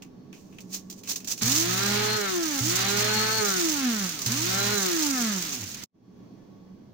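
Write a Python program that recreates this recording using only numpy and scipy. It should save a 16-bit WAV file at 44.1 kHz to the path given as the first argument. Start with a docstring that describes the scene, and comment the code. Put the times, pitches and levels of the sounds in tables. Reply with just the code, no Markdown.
"""Seed grinder in a kitchen

Close to a stereo microphone, a small blade grinder is shaken in the hand, then pulsed three times and
left to coast. The shaft whines through the housing, the coil hums at twice the mains while switched on,
and seeds rattle in the cup. Near the end all drops to silence, then the low room drone fades back in."""
import sys
import numpy as np
from scipy import signal
from scipy.fft import rfft, irfft
from scipy.io import wavfile
from scipy.ndimage import uniform_filter1d

SR = 44100
rng = np.random.default_rng(int(sys.argv[2]) if len(sys.argv) > 2 else 0)


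def materialize(psi):
    """Save the field psi as 16-bit PCM at rate SR to the path in sys.argv[1].

    A 1-D psi becomes a single channel; in a 2-D psi each row is a channel.
    """
    bounded = np.clip(np.atleast_2d(psi).T, -1, 1)
    quanta = np.round(bounded * 32767).astype(np.int16)
    wavfile.write(sys.argv[1], SR, quanta)


N = 305648
T = np.arange(N) / SR
HZ = np.maximum(np.arange(N // 2 + 1) * SR / N, 1)
SIDE = np.array([[-.5], [.5]])  # splits a right-minus-left difference between the microphones
HUM_HZ, SILENCE_S = 120, 5.86
START_DIP_S = 0.16  # overtones and rush are weak just after each press


def undb(db):
    """Gain of a dB value."""
    return 10 ** (np.asarray(db) / 20)

def unit(x):
    """Scale to rms 1."""
    return x / np.sqrt(np.mean(x ** 2))

def curve(table):
    """A (time, value) table as a curve, and a gate open only inside its span."""
    times, values = np.transpose(table)
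    gate = uniform_filter1d(1. * ((T >= times[0]) & (T < times[-1])), size=160)
    return np.interp(T, times, values), gate

def colour(stereo, table):
    """Shape a stereo spectrum by (Hz, left dB, right dB) points; joint rms 1."""
    hz, *channels = np.transpose(table)
    gains = undb([np.interp(np.log(HZ), np.log(hz), db) for db in channels])
    return unit(irfft(rfft(stereo) * gains, N))

def stereo_noise(alike_hz):
    """Noise at two microphones, alike below alike_hz and unrelated above."""
    mid, side = rfft(rng.standard_normal((2, N)))
    alike = 1 / (1 + (HZ / alike_hz) ** 2)
    return irfft(mid * np.sqrt(1 + alike) - 2 * SIDE * side * np.sqrt(1 - alike), N)

def waver(per_s):
    """Smoothed random steps, rms 1."""
    hold = int(SR / per_s)
    steps = np.repeat(rng.standard_normal(N // hold + 1), hold)
    return unit(uniform_filter1d(uniform_filter1d(steps, hold), hold)[:N])


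# Room tone spectrum: (frequency [Hz], relative level [dB])
ROOM_SPECTRUM = [(20, -21.5), (40, -37.5), (60, -24.5), (120, -9), (150, -12.5), (250, -6), (420, -15.5),
                 (500, -20.5), (1120, -30), (1240, -35.5), (3000, -42), (6200, -41.5), (8000, -57),
                 (13500, -57), (15000, -47), (16400, -58.5)]
# Its balance at the microphones: (frequency [Hz], left minus right [dB])
ROOM_PAN = [(30, -9.5), (200, -2), (700, -2), (2000, -1), (8000, 1), (16000, -1)]
# Wavering bands in the room: (centre [Hz], width [Hz], opening level [dB])
ROOM_DRONES = [(188.8, 20, -52), (236, 25, -66), (412, 4.1, -66.5), (1121, 40, -74.5), (1740, 10, -85),
               (4400, 10, -85)]
# Room tone, dropping out and fading back in: (time [s], level [dB])
ROOM_LEVEL = [(0, -49.5), (5.84, -48), (5.86, -77), (5.89, -101), (5.925, -86), (5.95, -63.5), (6.02, -59),
              (6.04, -56.5), (6.2, -49), (6.93, -51.5)]

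def kitchen():
    """Appliance drone in the room: dull noise, wavering bands and, after the silence, a thin tone."""
    level_db, _ = curve(ROOM_LEVEL)
    opening_db = level_db[0]
    hz, db = np.transpose(ROOM_SPECTRUM)
    pan_hz, pan_db = np.transpose(ROOM_PAN)
    lean_db = np.interp(np.log(hz), np.log(pan_hz), pan_db) / 2
    room = colour(stereo_noise(300), np.transpose([hz, db + lean_db, db - lean_db]))
    for centre, width, band_db in ROOM_DRONES:
        band = irfft(rfft(rng.standard_normal(N)) / (1 + ((HZ - centre) / width * 2) ** 2), N)
        room += undb(band_db - opening_db + 3 * SIDE) * unit(band)
    thin_tone = undb(-84 - opening_db) * np.sqrt(2) * np.sin(2 * np.pi * 3327 * T)
    return (room + (T > SILENCE_S) * thin_tone) * undb(level_db)


# Colour of seed impacts, close up: (frequency [Hz], left [dB], right [dB])
SEED_COLOUR = [(1500, -15, -18), (3240, -8.5, -9.5), (4380, -2, -6), (6410, -3.5, 6), (7670, -13.5, -2.5),
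               (9000, -22, -9), (13000, -27, -13), (15080, -7.5, 0), (16600, -24.5, -25)]

def seed_hits(per_s, spread_db):
    """Dense impacts of uneven size; each microphone hears its own fine pattern of the same bursts."""
    strikes = rng.random(N) < per_s / SR
    size_db = np.minimum(spread_db * rng.exponential(size=N), 17)
    bursts = signal.lfilter([1], [1, -np.exp(-1 / (0.0035 * SR))], strikes * undb(size_db))
    return colour(bursts * rng.standard_normal((2, N)), SEED_COLOUR)


# Single seeds on the lid: (time [s], level [dB], 60 dB decay [s], knock relative to tick [dB])
SEED_TICKS = [(0.021, -38, 0.14, -2.5), (0.3274, -45, 0.23, 3.5), (0.525, -60, 0.26, 9),
              (0.584, -42.5, 0.096, 6.5), (0.604, -38, 0.12, -18), (0.8986, -28.5, 0.16, -36),
              (0.925, -35, 0.089, -16), (1.034, -37.5, 0.33, -5), (1.0735, -28, 0.11, -8),
              (1.158, -20.5, 0.12, -43), (1.2017, -38.5, 0.22, -8), (1.2444, -28, 0.075, -16),
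              (1.273, -23, 0.16, -40), (1.376, -35, 0.092, -9), (1.419, -20, 0.16, -20),
              (4.0907, -20.5, 0.092, -29), (4.1896, -20.5, 0.1, -26), (4.216, -20.5, 0.13, -27),
              (4.2603, -14.5, 0.11, -14), (4.3654, -29, 0.11, -3), (5.4222, -19.5, 0.08, -14),
              (5.445, -35, 0.098, -18), (5.527, -26.5, 0.3, -5.5), (5.6274, -32.5, 0.14, -1),
              (5.7434, -27, 0.07, -6), (5.8358, -22, 0.031, -28), (5.8484, -50, 0.093, -23)]
# The heap sliding across the cup: (crest time [s], level [dB], swell [s], fade [s])
HEAP_SLOSHES = [(.36, -61, 0.074, 0.93), (.65, -71, .1, 0.28), (0.747, -28, 0.045, 0.06),
                (.8, -59.5, .1, 0.27), (.99, -49, 0.044, 0.075), (1.098, -27, 0.027, 0.069),
                (1.119, -28, 0.035, 0.047), (1.285, -38, 0.027, 0.11), (1.32, -24, 0.046, 0.043),
                (1.39, -41, 0.066, 0.23)]
# Colour of the lid's knock: (frequency [Hz], left [dB], right [dB])
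LID_COLOUR = [(900, -16, -12.5), (1920, -9, -9), (2580, 3, 2), (3360, -7.5, -9.5), (6030, -28.5, -37)]

def loose_seeds():
    """Single seeds tick on the lid and die away; the shaken heap swells and fades."""
    attack_s, click_s, crest_db = 0.0021, 0.022, 9
    ticks, knocks, heap = np.zeros((3, N))
    for start, db, t60, knock_db in SEED_TICKS:
        age = T - start
        ring = np.clip(age / attack_s, 0, 1) * undb(db - crest_db - 60 * np.clip(age / t60, 0, 3))
        tick = ring * (1 + undb(3 - 60 * np.clip(age / click_s, 0, 2)))  # first contact tops the ring
        ticks = np.hypot(ticks, tick)
        knocks = np.hypot(knocks, tick * undb(knock_db))
    for crest, db, swell, fade in HEAP_SLOSHES:
        from_crest = np.maximum((crest - T) / swell, (T - crest) / fade)
        heap = np.hypot(heap, undb(db - 26.4 * np.minimum(from_crest, 6)))
    seeds = (ticks + heap) * seed_hits(per_s=6600, spread_db=2.5)
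    lid = (knocks + undb(-22.5) * heap) * colour(stereo_noise(1500), LID_COLOUR)
    return (T < SILENCE_S) * (seeds + lid)


# Seed rattle while the blades turn: (time [s], level [dB])
RATTLE_LEVEL = [(1.41, -56), (1.42, -23.5), (1.63, -24), (1.67, -30.5), (1.72, -27.5), (1.85, -29),
                (2.16, -33.5), (2.47, -31.5), (2.56, -28.5), (2.7, -26.5), (2.93, -30.5), (3.0, -27),
                (3.1, -31.5), (3.4, -30), (3.52, -27.5), (4.04, -32.5), (4.24, -38.5), (4.28, -28),
                (4.4, -30), (4.54, -27), (4.75, -31), (4.88, -26.5), (5.04, -27.5), (5.2, -31.5),
                (5.27, -31), (5.45, -32.5), (5.69, -39), (5.84, -44.5)]

def rattle():
    """Seeds strike the lid in flurries."""
    level_db, gate = curve(RATTLE_LEVEL)
    flutter_db = 0.5 * waver(16) + 0.83 * waver(45)
    return gate * undb(level_db + flutter_db) * seed_hits(per_s=2500, spread_db=4.87)


# Switch presses: (on [s], off [s], inrush above the running hum [dB])
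SWITCH_PRESSES = [(1.428, 2.158, 10.5), (2.601, 3.402, 10), (4.259, 4.74, 12)]

def switch_on():
    """1 while the current flows, 0 while it is off, with short ramps between."""
    attack_s, release_s = 0.013, 0.033
    return sum(np.clip(np.minimum((T - on) / attack_s, 1 + (off - T) / release_s), 0, 1)
               for on, off, _ in SWITCH_PRESSES)

def after_press(fade_s):
    """1 at each press, dying away over fade_s."""
    return sum((T >= on) * np.exp(-np.maximum(T - on, 0) / fade_s) for on, _, _ in SWITCH_PRESSES)

def coil():
    """Magnetic hum at twice the mains, with a weak octave; loudest as the current rushes in."""
    inrush_db, inrush_s = np.zeros(N), 0.064
    for on, _, db in SWITCH_PRESSES:
        inrush_db[T >= on] = db * np.exp(-(T[T >= on] - on) / inrush_s)
    level = switch_on() ** 2 * undb(-38.5 + inrush_db + 1.5 * waver(25) + 1.6 * SIDE)
    phase = 2 * np.pi * HUM_HZ * T
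    return np.sqrt(2) * level * (np.sin(phase + .3 * SIDE) + undb(-11) * np.sin(2 * phase))

def shudder():
    """The body shudders in the hand, kicking at each press."""
    _, gate = curve(RATTLE_LEVEL)
    level_db = -63 + 12 * after_press(fade_s=.2) - 3 * (1 - switch_on()) + 4 * waver(28)
    rumble = [(15, -9.5, -7), (30, 1.5, 8), (45, -12.5, -7.5), (70, -12, -7), (110, -21, -25)]
    return gate * undb(level_db) * colour(stereo_noise(60), rumble)


# Colour of the rush in the cup: (frequency [Hz], left [dB], right [dB])
RUSH_COLOUR = [(99.2, -12.5, -6.5), (249, -9.5, -3.5), (470, -17, -1), (981, -2, -0.5), (1390, 1.5, 4.5),
               (1950, 3.5, 3.5), (3240, 2.5, 3), (4600, 0, 5), (7900, -29, -13)]
# The rush grows with speed: (shaft speed [Hz], base level [dB])
RUSH_LEVEL = [(30, -42), (60, -40.5), (90, -33), (130, -32), (170, -32.5), (200, -30.5), (220, -30.5)]

def rush(shaft_hz):
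    """Powder and air rush round the cup, weaker and thinner once the current is off."""
    _, gate = curve(RATTLE_LEVEL)
    coasting_db = -4 * (1 - switch_on())
    level_db = np.interp(shaft_hz, *np.transpose(RUSH_LEVEL)) + coasting_db
    level_db += 1.5 * waver(14) - 7 * after_press(START_DIP_S)
    air = colour(stereo_noise(500), RUSH_COLOUR)
    lows = irfft(rfft(air) / (1 + (HZ / 1100) ** 4), N)
    return gate * undb(level_db) * (air - lows * (1 - undb(coasting_db)))


# Housing modes at the microphones: (centre [Hz], width [Hz], left gain [dB], right gain [dB])
HOUSING_MODES = [(265, 82, 8.5, 10), (570, 100, -9.5, -43), (816, 330, 0.5, -11.5), (1314, 230, 8.5, -7),
                 (1613, 450, -8, 3.5), (1746, 40, 11, 5.5), (2100, 140, -1, 3)]

def housing(vibration, top_hz=2050):
    """The housing lifts overtones that sweep through its modes and passes little above top_hz."""
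    response = 0
    for i, (centre, width, left_db, right_db) in enumerate(HOUSING_MODES):
        gains = np.array([[undb(left_db)], [undb(right_db) * (-1) ** i]])  # right polarity alternates
        response += gains / (1 + 1j * (HZ / centre - centre / HZ) * centre / width)
    return irfft(rfft(vibration) * response / (1 + (HZ / top_hz) ** 8), N)


# Overtones of the shaft: (multiple of shaft speed, relative level [dB])
SHAFT_OVERTONES = [(3, 1.5), (4, 0.5), (5, -4.5), (6, -1), (7, -1.5), (8, -3.5), (9, -4), (10, -4.5),
                   (11, -0.5), (12, -7), (13, -4.5), (14, -6.5), (16, -5), (18, -5)]

def overtones(angle, even_db, odd_db):
    """Even overtones come from the two blades, odd ones from imbalance."""
    dip_db = -8 * after_press(START_DIP_S)
    vibration = np.zeros(N)
    for k, db in SHAFT_OVERTONES:
        level_db = db + dip_db + (odd_db if k % 2 else even_db) + 3 * waver(25)
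        vibration += undb(level_db) * np.sin(k * angle + k * k + .45 * waver(40))
    return vibration


# The blade tone reaches the left microphone late: (frequency [Hz], lag [rad])
BLADE_MIC_LAG = [(250, .2), (310, 0.94), (370, 2.35), (400, 1.74), (430, 1.27)]

def blades(angle, shaft_hz, db, pan_db):
    """Two blade passes a turn; weaker while the motor pulls, most of all just after a press."""
    level_db = db - 3.5 * switch_on() - 3.5 * after_press(fade_s=.06) + 1.3 * waver(25)
    lag = np.interp(2 * shaft_hz, *np.transpose(BLADE_MIC_LAG))
    return undb(level_db - pan_db * SIDE) * np.sin(2 * angle + SIDE * lag)

def commutator(angle, db, pan_db, bars=20, mic_lag_rad=1.7):
    """The commutator bars whine as they pass, more weakly once the current is off."""
    level_db = db - 3 * (1 - switch_on()) + 2.2 * waver(20)
    return undb(level_db - pan_db * SIDE) * np.sin(bars * angle + .4 * waver(60) + SIDE * mic_lag_rad)


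# A quick then slow climb at each press, a near-even coast after: (time [s], shaft speed [Hz])
SHAFT_SPEED = [(1.42, 101.1), (1.48, 122), (1.58, 160.2), (1.67, 175.8), (1.84, 200.4), (1.99, 209.1),
               (2.16, 214.8), (2.42, 166.4), (2.6, 130.3), (2.71, 174.5), (2.79, 190), (2.91, 201.3),
               (3.06, 211.8), (3.23, 216.3), (3.38, 219.8), (3.65, 165.5), (3.94, 110.3), (4.25, 61.1),
               (4.3, 104.6), (4.36, 140.6), (4.47, 180.3), (4.58, 196.8), (4.735, 209.1), (4.96, 165),
               (5.2, 121), (5.39, 90.5), (5.6, 55.7), (5.84, 27.85)]
# Base levels of the rotor's tones, close up: (shaft speed [Hz], shaft [dB], blades [dB],
# blades left minus right [dB], even overtones [dB], odd overtones [dB], commutator [dB],
# commutator left minus right [dB])
ROTOR_LEVELS = [(41.5, -75, -62, 2, -81, -87, -79, 2), (51.57, -73, -39.5, 0, -59, -75, -74.5, 3.5),
                (64.73, -77.5, -62, -15, -53, -79, -75.5, -3), (83.94, -77, -45, -3, -57, -70, -61.5, 0),
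                (92.8, -71.5, -31, -4, -46, -78.5, -49.5, 6), (121.5, -67, -27, -0.5, -42, -66, -49.5, 9),
                (145.8, -62.5, -31.5, -5.5, -45.5, -77.5, -49, 6),
                (165, -68, -26.5, -0.5, -48, -55, -62, 3.5), (181, -42, -30.5, 4.5, -47, -49, -42.5, 1.5),
                (193, -41.5, -36.5, 7.5, -42, -41.5, -46.5, 18.5),
                (199, -40, -37, -15.5, -42, -40.5, -40, -20), (209.2, -42, -30, -10, -45, -41.5, -43.5, 11),
                (216.2, -40.5, -35, -12, -41, -41, -41, 26.5)]

def rotor(shaft_hz):
    """Tones on multiples of the shaft speed; the pull of the coil pulses shaft and commutator."""
    speeds, *columns = np.transpose(ROTOR_LEVELS)
    levels = [np.interp(shaft_hz, speeds, column) for column in columns]
    shaft_db, blade_db, blade_pan_db, even_db, odd_db, whine_db, whine_pan_db = levels
    angle = 2 * np.pi * np.cumsum(shaft_hz) / SR
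    throb = 1 + 0.13 * switch_on() * np.sin(2 * np.pi * HUM_HZ * T)
    shaft = undb(shaft_db + 4 * waver(25) + 1.6 * SIDE) * np.sin(angle)
    blade_tone = blades(angle, shaft_hz, blade_db, blade_pan_db)
    whine = commutator(angle, whine_db, whine_pan_db)
    body = housing(overtones(angle, even_db, odd_db))
    return np.sqrt(2) * (throb * (shaft + whine) + blade_tone + body)


def scene():
    """The grinder close to the microphone, the kitchen behind it."""
    shaft_hz, turning = curve(SHAFT_SPEED)
    grinder = turning * rotor(shaft_hz) + coil() + shudder() + rush(shaft_hz)
    return grinder + rattle() + loose_seeds() + kitchen()

def record(dry, top_hz=15900):
    """The stereo microphone's chain cuts the top steeply."""
    return signal.sosfilt(signal.ellip(10, .2, 80, top_hz, fs=SR, output="sos"), dry)


dry = scene()
out = record(dry)
materialize(out)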